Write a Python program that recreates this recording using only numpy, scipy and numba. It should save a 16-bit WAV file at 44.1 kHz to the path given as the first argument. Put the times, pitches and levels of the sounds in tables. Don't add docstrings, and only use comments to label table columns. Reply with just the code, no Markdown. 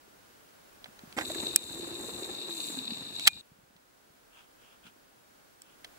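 import sys
import numpy as np
from scipy import signal
from scipy.fft import rfft, irfft
from scipy.io import wavfile
from scipy.ndimage import uniform_filter1d
from numba import njit

SR = 44100
rng = np.random.default_rng(int(sys.argv[2]) if len(sys.argv) > 2 else 0)


def unload_audio(sound):
    columns = np.transpose(np.atleast_2d(sound))
    steps = np.round(np.clip(columns, -1, 1) * 32767)
    wavfile.write(sys.argv[1], SR, steps.astype(np.int16))


def level_to_linear(level):
    exponent = np.asarray(level, float) / 20
    return 10 ** exponent


N = 263806

# (frequency [Hz], level [dB])
HISS_SPECTRUM = [(15, -45.5), (25, 4), (59, -4.5), (204, 1), (274, 1.5), (537, 1.5), (598, 2), (1270, -2.5),
                 (1450, 0), (1900, -5.5), (3340, -9.5), (14300, -15), (15500, -24.5)]
# (frequency [Hz], likeness [-1..1])
HISS_LIKENESS = [(60, .75), (170, -0.096), (300, 0.12), (600, -0.46), (1700, -.25), (3500, 0.11),
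                 (7000, -0.023), (15000, 0.15)]
# (time [s], level [dB])
GAIN_BEFORE = [(0.0, -70), (0.868, -68.5), (1.15, -65.5)]
GAIN_AFTER = [(3.45, -74), (3.69, -75), (4.52, -72), (5.61, -72), (5.79, -70.5), (5.98, -68.5)]
# (start [s], end [s], level [dB])
FINGER_SLIDES = [
    (4.293, 4.471, -59.5),
    (4.56, 4.798, -61.5),
    (4.82, 4.912, -56),
    (5.613, 5.769, -65.5),
]
# (frequency [Hz], width [Hz], level [dB])
GRIP_MODES = [(895, 770, -6.5), (1460, 360, -0.5), (2690, 1070, -1.5), (3320, 690, -1), (5000, 7500, -15)]
# (time [s], peak level [dB], frequency [Hz])
CASE_KNOCKS = [(0.078, -46.5, 377), (0.885, -42, 215), (1.035, -34, 224), (1.074, -44, 151),
               (1.134, -46, 186), (1.176, -23, 273), (1.211, -26, 786), (1.302, -24, 620),
               (3.277, -29.5, 840), (3.517, -43.5, 149), (3.587, -48, 189), (3.633, -49.5, 143),
               (3.704, -50.5, 221.7), (3.756, -49, 191), (4.102, -52, 140), (4.851, -45, 207.5),
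               (4.868, -44, 211), (4.884, -50, 207), (4.961, -51.5, 290), (5.845, -44, 635)]
# (time [s], peak level [dB])
BARREL_JOLTS = [(1.357, -30), (1.453, -32), (1.501, -29.5), (1.796, -28.5), (1.826, -35), (1.875, -35),
                (1.981, -29.5), (2.085, -28.5), (2.223, -26.5), (2.683, -31.5), (2.919, -27.5),
                (3.015, -32.5)]
# (time [s], peak level [dB], hardness [0 dull - 2 bright], t60 [s])
CATCH_SNAPS = [(.842, -35.5, 0.48, 0.016), (0.857, -33.5, -0.73, 0.026), (0.99, -40.5, 0.43, 0.018),
               (1.125, -32, 1.03, 0.0074), (1.166, -30, -0.97, 0.054), (1.1855, -5.5, -0.82, 0.014),
               (1.192, -27, -0.55, 0.037), (1.209, -21.5, -.6, 0.042), (1.5595, 1, 1.71, 0.0085),
               (1.694, -39, -.2, 0.015), (2.982, -32, 1.05, 0.0087), (3.195, -27, 0.97, .017),
               (3.26, -36, 0.049, 0.042), (3.266, -30.5, 1.1, 0.044), (3.2715, -1, 0.99, 0.0089),
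               (3.2751, -3.5, 1.03, 0.017), (3.2815, -16, 1.15, 0.011), (3.763, -51.5, 0.48, .022),
               (4.868, -44, 0.34, .012), (5.618, -39.5, 1.62, 0.014), (5.844, -33, .55, 0.025),
               (1.173, -26.5, -.3, 0.022), (1.179, -21, -.6, .02), (1.2, -30.5, -.1, .02),
               (1.296, -35, -0.59, 0.048), (1.345, -37, -0.24, .04), (1.463, -39, -0.13, 0.029)]
# (frequency [Hz], width [Hz], level [dB])
SNAP_GROUPS = [
    [(900, 900, 4), (1635, 1100, 6)],
    [(2620, 2700, -2), (3150, 600, -2), (3880, 480, -4.5)],
    [(5400, 1100, -2.5), (7960, 2340, 1), (9620, 1000, -11.5), (13210, 1800, -6)],
]
# (time [s], frequency [Hz], level [dB], t60 [s])
SPRING_RINGS = [
    (1.562, 2440, -43, .1),
    (3.279, 2428, -36, .19),
]
# (frequency [Hz], width [Hz], left level [dB], right level [dB], likeness [0-1])
CASE_MODES = [(657, 810, -18, -20, 0.1), (1150, 500, -36.5, -26, 0.4), (1600, 660, -22, -21, .39),
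              (2302, 170, -34, -24, .56), (2504, 120, -24, -25, 0.01), (2760, 380, -23.5, -28, 0),
              (3760, 383, -6.5, -11.5, 0.7), (4136, 910, -16, -17.5, 0.2), (4100, 2600, -40, -28.5, 0.3),
              (5550, 160, -27, -50, 0.5), (6180, 960, -33.5, -29, 0.02), (6785, 190, -23, -20, 0.4),
              (7403, 490, -15.5, -21, .85), (7916, 1900, -23, -23.5, 0.3), (10063, 660, -30, -27.5, .46),
              (10710, 1100, -28, -27, .41), (12644, 870, -32.5, -35, .2), (13100, 900, -35, -39, .4),
              (14000, 1700, -30.5, -36, .56), (15180, 1100, -36, -37.5, .54)]
RIGHT_LEAD = [.6, 2.2, 2., 2.6, 2.4, 2.1, 2.5, -2., 1.2, 1.4, -2.5, .8, .2, .8, -.5, 2.7, .6, .4, .3, .1]
# (time [s], resonance [Hz], pressure level [dB])
BARREL_TRAVEL = [
    (1.18, 305, -38.5),
    (1.24, 345.2, -47),
    (1.45, 352, -41),
    (1.6, 331, -49.5),
    (2.14, 351.2, -44),
    (2.52, 352, -47.5),
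    (2.9, 216.7, -47.5),
    (3.08, 233, -51),
    (3.27, 246, -53.5),
]
# (time [s], level [dB])
GEAR_LOAD = [
    (1.2, -49),
    (1.44, -44.5),
    (1.56, -49),
    (1.95, -50),
    (2.3, -50),
    (2.64, -45.5),
    (2.9, -47),
    (3.1, -50.5),
    (3.26, -42.5),
]
# (centre [s], width [s], level [dB])
TIGHT_SPOTS = [
    (1.72, 0.046, 0.5),
    (2.14, .14, 5.5),
    (2.64, 0.144, 8.5),
    (3.24, 0.041, 5),
]

T = np.arange(N) / SR
HZ = np.arange(N // 2 + 1) * SR / N
SNAP_HZ = np.arange(4097) * SR / 8192
START_S, STOP_S, REST_S = 1.167, 3.288, 3.412
SHAFT_HZ, SEGMENTS = 59.2, 3
BARREL_TO_HZ, SIZZLE_FROM_HZ = 2000, 5000


def unit(x):
    return x / np.sqrt(np.mean(x ** 2))


def along(points):
    hz, value = np.transpose(points)
    return np.interp(np.log(HZ + 1), np.log(hz), value)


def mode(hz, width, at=HZ):
    return 1 / (1 + 1j * (at ** 2 - hz ** 2) / (width * at + 1)) ** 2


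def walk(rate):
    hold = int(SR / rate)
    levels = np.repeat(rng.standard_normal(N // hold + 1), hold)
    slewed = uniform_filter1d(uniform_filter1d(levels, hold), hold)
    return unit(slewed[:N])


def add(out, s, x):
    i = int(s * SR)
    out[:, i:i + x.shape[-1]] += x[..., :N - i]


def swell(start_s, end_s):
    return np.sin(np.pi * np.clip((T - start_s) / (end_s - start_s), 0, 1))


@njit
def sweep(x, hz, width):
    y, band, low = np.empty(len(x)), 0., 0.
    for i in range(len(x)):
        g, k = np.tan(np.pi * hz[i] / SR), width / hz[i]
        v = (band + g * (x[i] - low)) / (1 + g * (g + k))
        band, low = 2 * v - band, low + 2 * g * v
        y[i] = k * v
    return y


def teeth(per_s, spread_db, smooth, throb, contact_s):
    turn = 2 * np.pi * SHAFT_HZ * (T + 0.00055 * walk(6))
    pulse = 1 + throb * (np.cos(turn) + .5 * np.cos(2 * turn) + 0.75 * np.cos(SEGMENTS * turn))
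    size_db = np.minimum(spread_db * rng.exponential(size=N), 18)
    hit = (rng.random(N) < per_s / SR) * level_to_linear(size_db)
    scrape = signal.fftconvolve(hit, np.hanning(int(contact_s * SR)), "same")
    force = pulse * level_to_linear(0.79 * walk(25.24)) * (smooth + scrape)
    return rfft(force * rng.standard_normal((2, N)))


def case(drive, low_hz, high_hz):
    left = right = other = 0
    for k, ((hz, width, left_db, right_db, alike), lead) in enumerate(zip(CASE_MODES, RIGHT_LEAD)):
        if low_hz <= hz < high_hz:
            alike = np.clip(alike, 0, 1)
            ring = (-1) ** k * mode(hz, width)
            left = left + level_to_linear(left_db) * ring
            right = right + alike * level_to_linear(right_db) * np.exp(1j * lead) * ring
            other = other + np.sqrt(1 - alike ** 2) * level_to_linear(right_db) * ring
    return unit(irfft(np.array([left * drive[0], right * drive[0] + other * drive[1]]), N))


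def hiss():
    alike = np.clip(along(HISS_LIKENESS), -1, 1)
    white = rfft(rng.standard_normal((2, N)))
    mid, side = white * level_to_linear(along(HISS_SPECTRUM)) * np.sqrt([1 + alike, 1 - alike])
    noise = unit(irfft(np.array([mid + side, mid - side]), N)) * level_to_linear(11.5 + 0.27 * walk(7.7))
    whistle = level_to_linear(np.array([[-26], [4]])) * np.sin(2 * np.pi * 15625 * T)
    ducked_db = GAIN_AFTER[0][1] - 4
    ducked = [(START_S + 0.014, ducked_db), (REST_S - .05, ducked_db)]
    gain = GAIN_BEFORE + ducked + GAIN_AFTER
    return (noise + whistle) * level_to_linear(np.interp(T, *np.transpose(gain)))


def fingers():
    pressure = sum(level_to_linear(db) * swell(a, b) ** 1.13 for a, b, db in FINGER_SLIDES)
    colour = sum((-1) ** k * level_to_linear(db) * mode(hz, width) for k, (hz, width, db) in enumerate(GRIP_MODES))
    return pressure * unit(irfft(colour * teeth(201.7, 2.6, 2.2, 0, 0.0031), N))


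def knocks():
    out, t = np.zeros((2, N)), np.arange(4096) / SR
    travel_s, travel_hz, _ = np.transpose(BARREL_TRAVEL)
    blows = [(s, db, hz, 0.027) for s, db, hz in CASE_KNOCKS]
    blows += [(s, db, 1.075 * np.interp(s, travel_s, travel_hz), 0.028) for s, db in BARREL_JOLTS]
    for s, peak_db, hz, t60 in blows:
        shape = (1 - np.exp(-t / 0.0028)) * level_to_linear(peak_db + 3.0 - 60 * t / t60)
        add(out, s, shape * np.sin(2 * np.pi * hz * t + np.array([[0], [.3]])))
    return out


def snaps():
    out, t = np.zeros((2, N)), np.arange(8192) / SR
    groups = [sum(level_to_linear(db) * mode(hz, width, SNAP_HZ) for hz, width, db in group) for group in SNAP_GROUPS]
    # share of decay time, left port's lag (samples), left against right (dB)
    lengths, lags, lefts_db = (1.5, 1.1, .6), (8, 8, 6), (-6, 0, -3)
    crackles = rng.standard_normal((len(CATCH_SNAPS), 2, len(t)))
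    for (s, peak_db, hard, t60), (near, far) in zip(CATCH_SNAPS, crackles):
        step = np.arange(len(groups)) - hard
        band_db = np.where(step < 0, -18.5, -10) * step ** 2
        for db, group, length, lag, left_db in zip(band_db, groups, lengths, lags, lefts_db):
            fall = -60 * t / (t60 * length)
            shape = np.minimum(t / 0.0016, 1) ** 2 * (level_to_linear(fall) + 0.007 * level_to_linear(fall / 3.1))
            left = level_to_linear(left_db) * (.8 * np.roll(near, lag) + .45 * far)
            burst = shape * np.array([left, 1.1 * near])
            level = level_to_linear(peak_db + db + 31.5 - 16.57 * length)
            add(out, s - .0003, level * irfft(rfft(burst) * group))
    for s, hz, db, t60 in SPRING_RINGS:
        add(out, s, level_to_linear(db - 60 * t / t60) * np.sin(2 * np.pi * hz * t) * np.array([[.8], [1.1]]))
    return out


def rumble():
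    shared, own = teeth(30, 3.1, 1.9, .05, 0.027) * mode(110, 200)
    return unit(irfft(np.array([shared, .85 * shared + 0.69 * own]), N))


def brushes():
    return case(teeth(260, 0.89, 2.6, 0.12, 0.0037), SIZZLE_FROM_HZ, SR)


def barrel(hum_hz, hum_db):
    sliding = teeth(40, 2.2, 1.7, 0.065, 0.015)
    ports = np.array([sliding[0], 0.84 * sliding[0] + .5 * sliding[1]])
    drive = irfft(ports * mode(328.9, 800), N)
    narrow = np.array([unit(sweep(sweep(d, hum_hz, 55.), hum_hz, 55.)) for d in drive])
    broad = np.array([unit(sweep(d, hum_hz, 300.)) for d in drive])
    wobble = level_to_linear(3.5 * walk(29.9))
    phase = 2 * np.pi * np.cumsum(hum_hz * (1 + .014 * walk(30))) / SR
    shudder = wobble * np.sin(phase + np.array([[0], [.8]]))
    steady = np.clip((2.97 - T) / 0.045, 0, 1)
    hum = steady * (0.41 * narrow + 0.8 * shudder) + 1.156 * broad
    return hum * level_to_linear(hum_db - 3.0) + case(sliding, 0, BARREL_TO_HZ) * level_to_linear(0.61 * hum_db - 23.5)


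def gears():
    return case(teeth(150, 3.2, 2.04, 0.1, 0.0064), BARREL_TO_HZ, SIZZLE_FROM_HZ)


def motor():
    s, hz, db = np.transpose(BARREL_TRAVEL)
    hum_hz, hum_db = np.interp(T, s, hz), np.interp(T, s, db)
    load_db = np.interp(T, *np.transpose(GEAR_LOAD))
    coasting = uniform_filter1d(1. * (T > STOP_S), size=300)

    spin_up_db = -11 * np.exp(-np.maximum(T - START_S, 0) / 0.049)
    gear_db = load_db + spin_up_db - 12 * coasting

    tight_db = sum(up_db * np.exp(-((T - at) / wide) ** 2) for at, wide, up_db in TIGHT_SPOTS)
    brush_db = -50.5 + .3 * (load_db - np.median(load_db)) - 4 * (T - START_S) + tight_db - 5.5 * coasting

    rumble_db = -56.5 + 0.66 * (hum_db - np.mean(db)) - 17 * swell(2.13, 3.13) ** 2
    hum_db = hum_db - 9 * coasting

    dip_db = sum(-4 * (T > at) * np.exp(-np.abs(T - at) / 0.1) for at, *_ in SPRING_RINGS)
    on = uniform_filter1d(1. * (T > START_S) * (T < REST_S), size=200) * level_to_linear(dip_db)
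    rattle = gears() * level_to_linear(gear_db + 7.5)
    sizzle = brushes() * level_to_linear(brush_db + 5.0)
    return on * (rattle + sizzle + barrel(hum_hz, hum_db) + rumble() * level_to_linear(rumble_db))


def scene():
    return hiss() + fingers() + knocks() + snaps() + motor()


def band_limit(x):
    return signal.sosfilt(signal.butter(12, 15820, fs=SR, output="sos"), x)


def record(dry):
    capsule = signal.butter(2, 30, "highpass", fs=SR, output="sos")
    converter = signal.ellip(10, .2, 60, 15720, fs=SR, output="sos")
    heard = signal.sosfilt(capsule, dry)
    heard = signal.sosfilt(converter, np.clip(heard, -1, 1))
    return band_limit(heard)


dry = scene()
out = record(dry)
unload_audio(out)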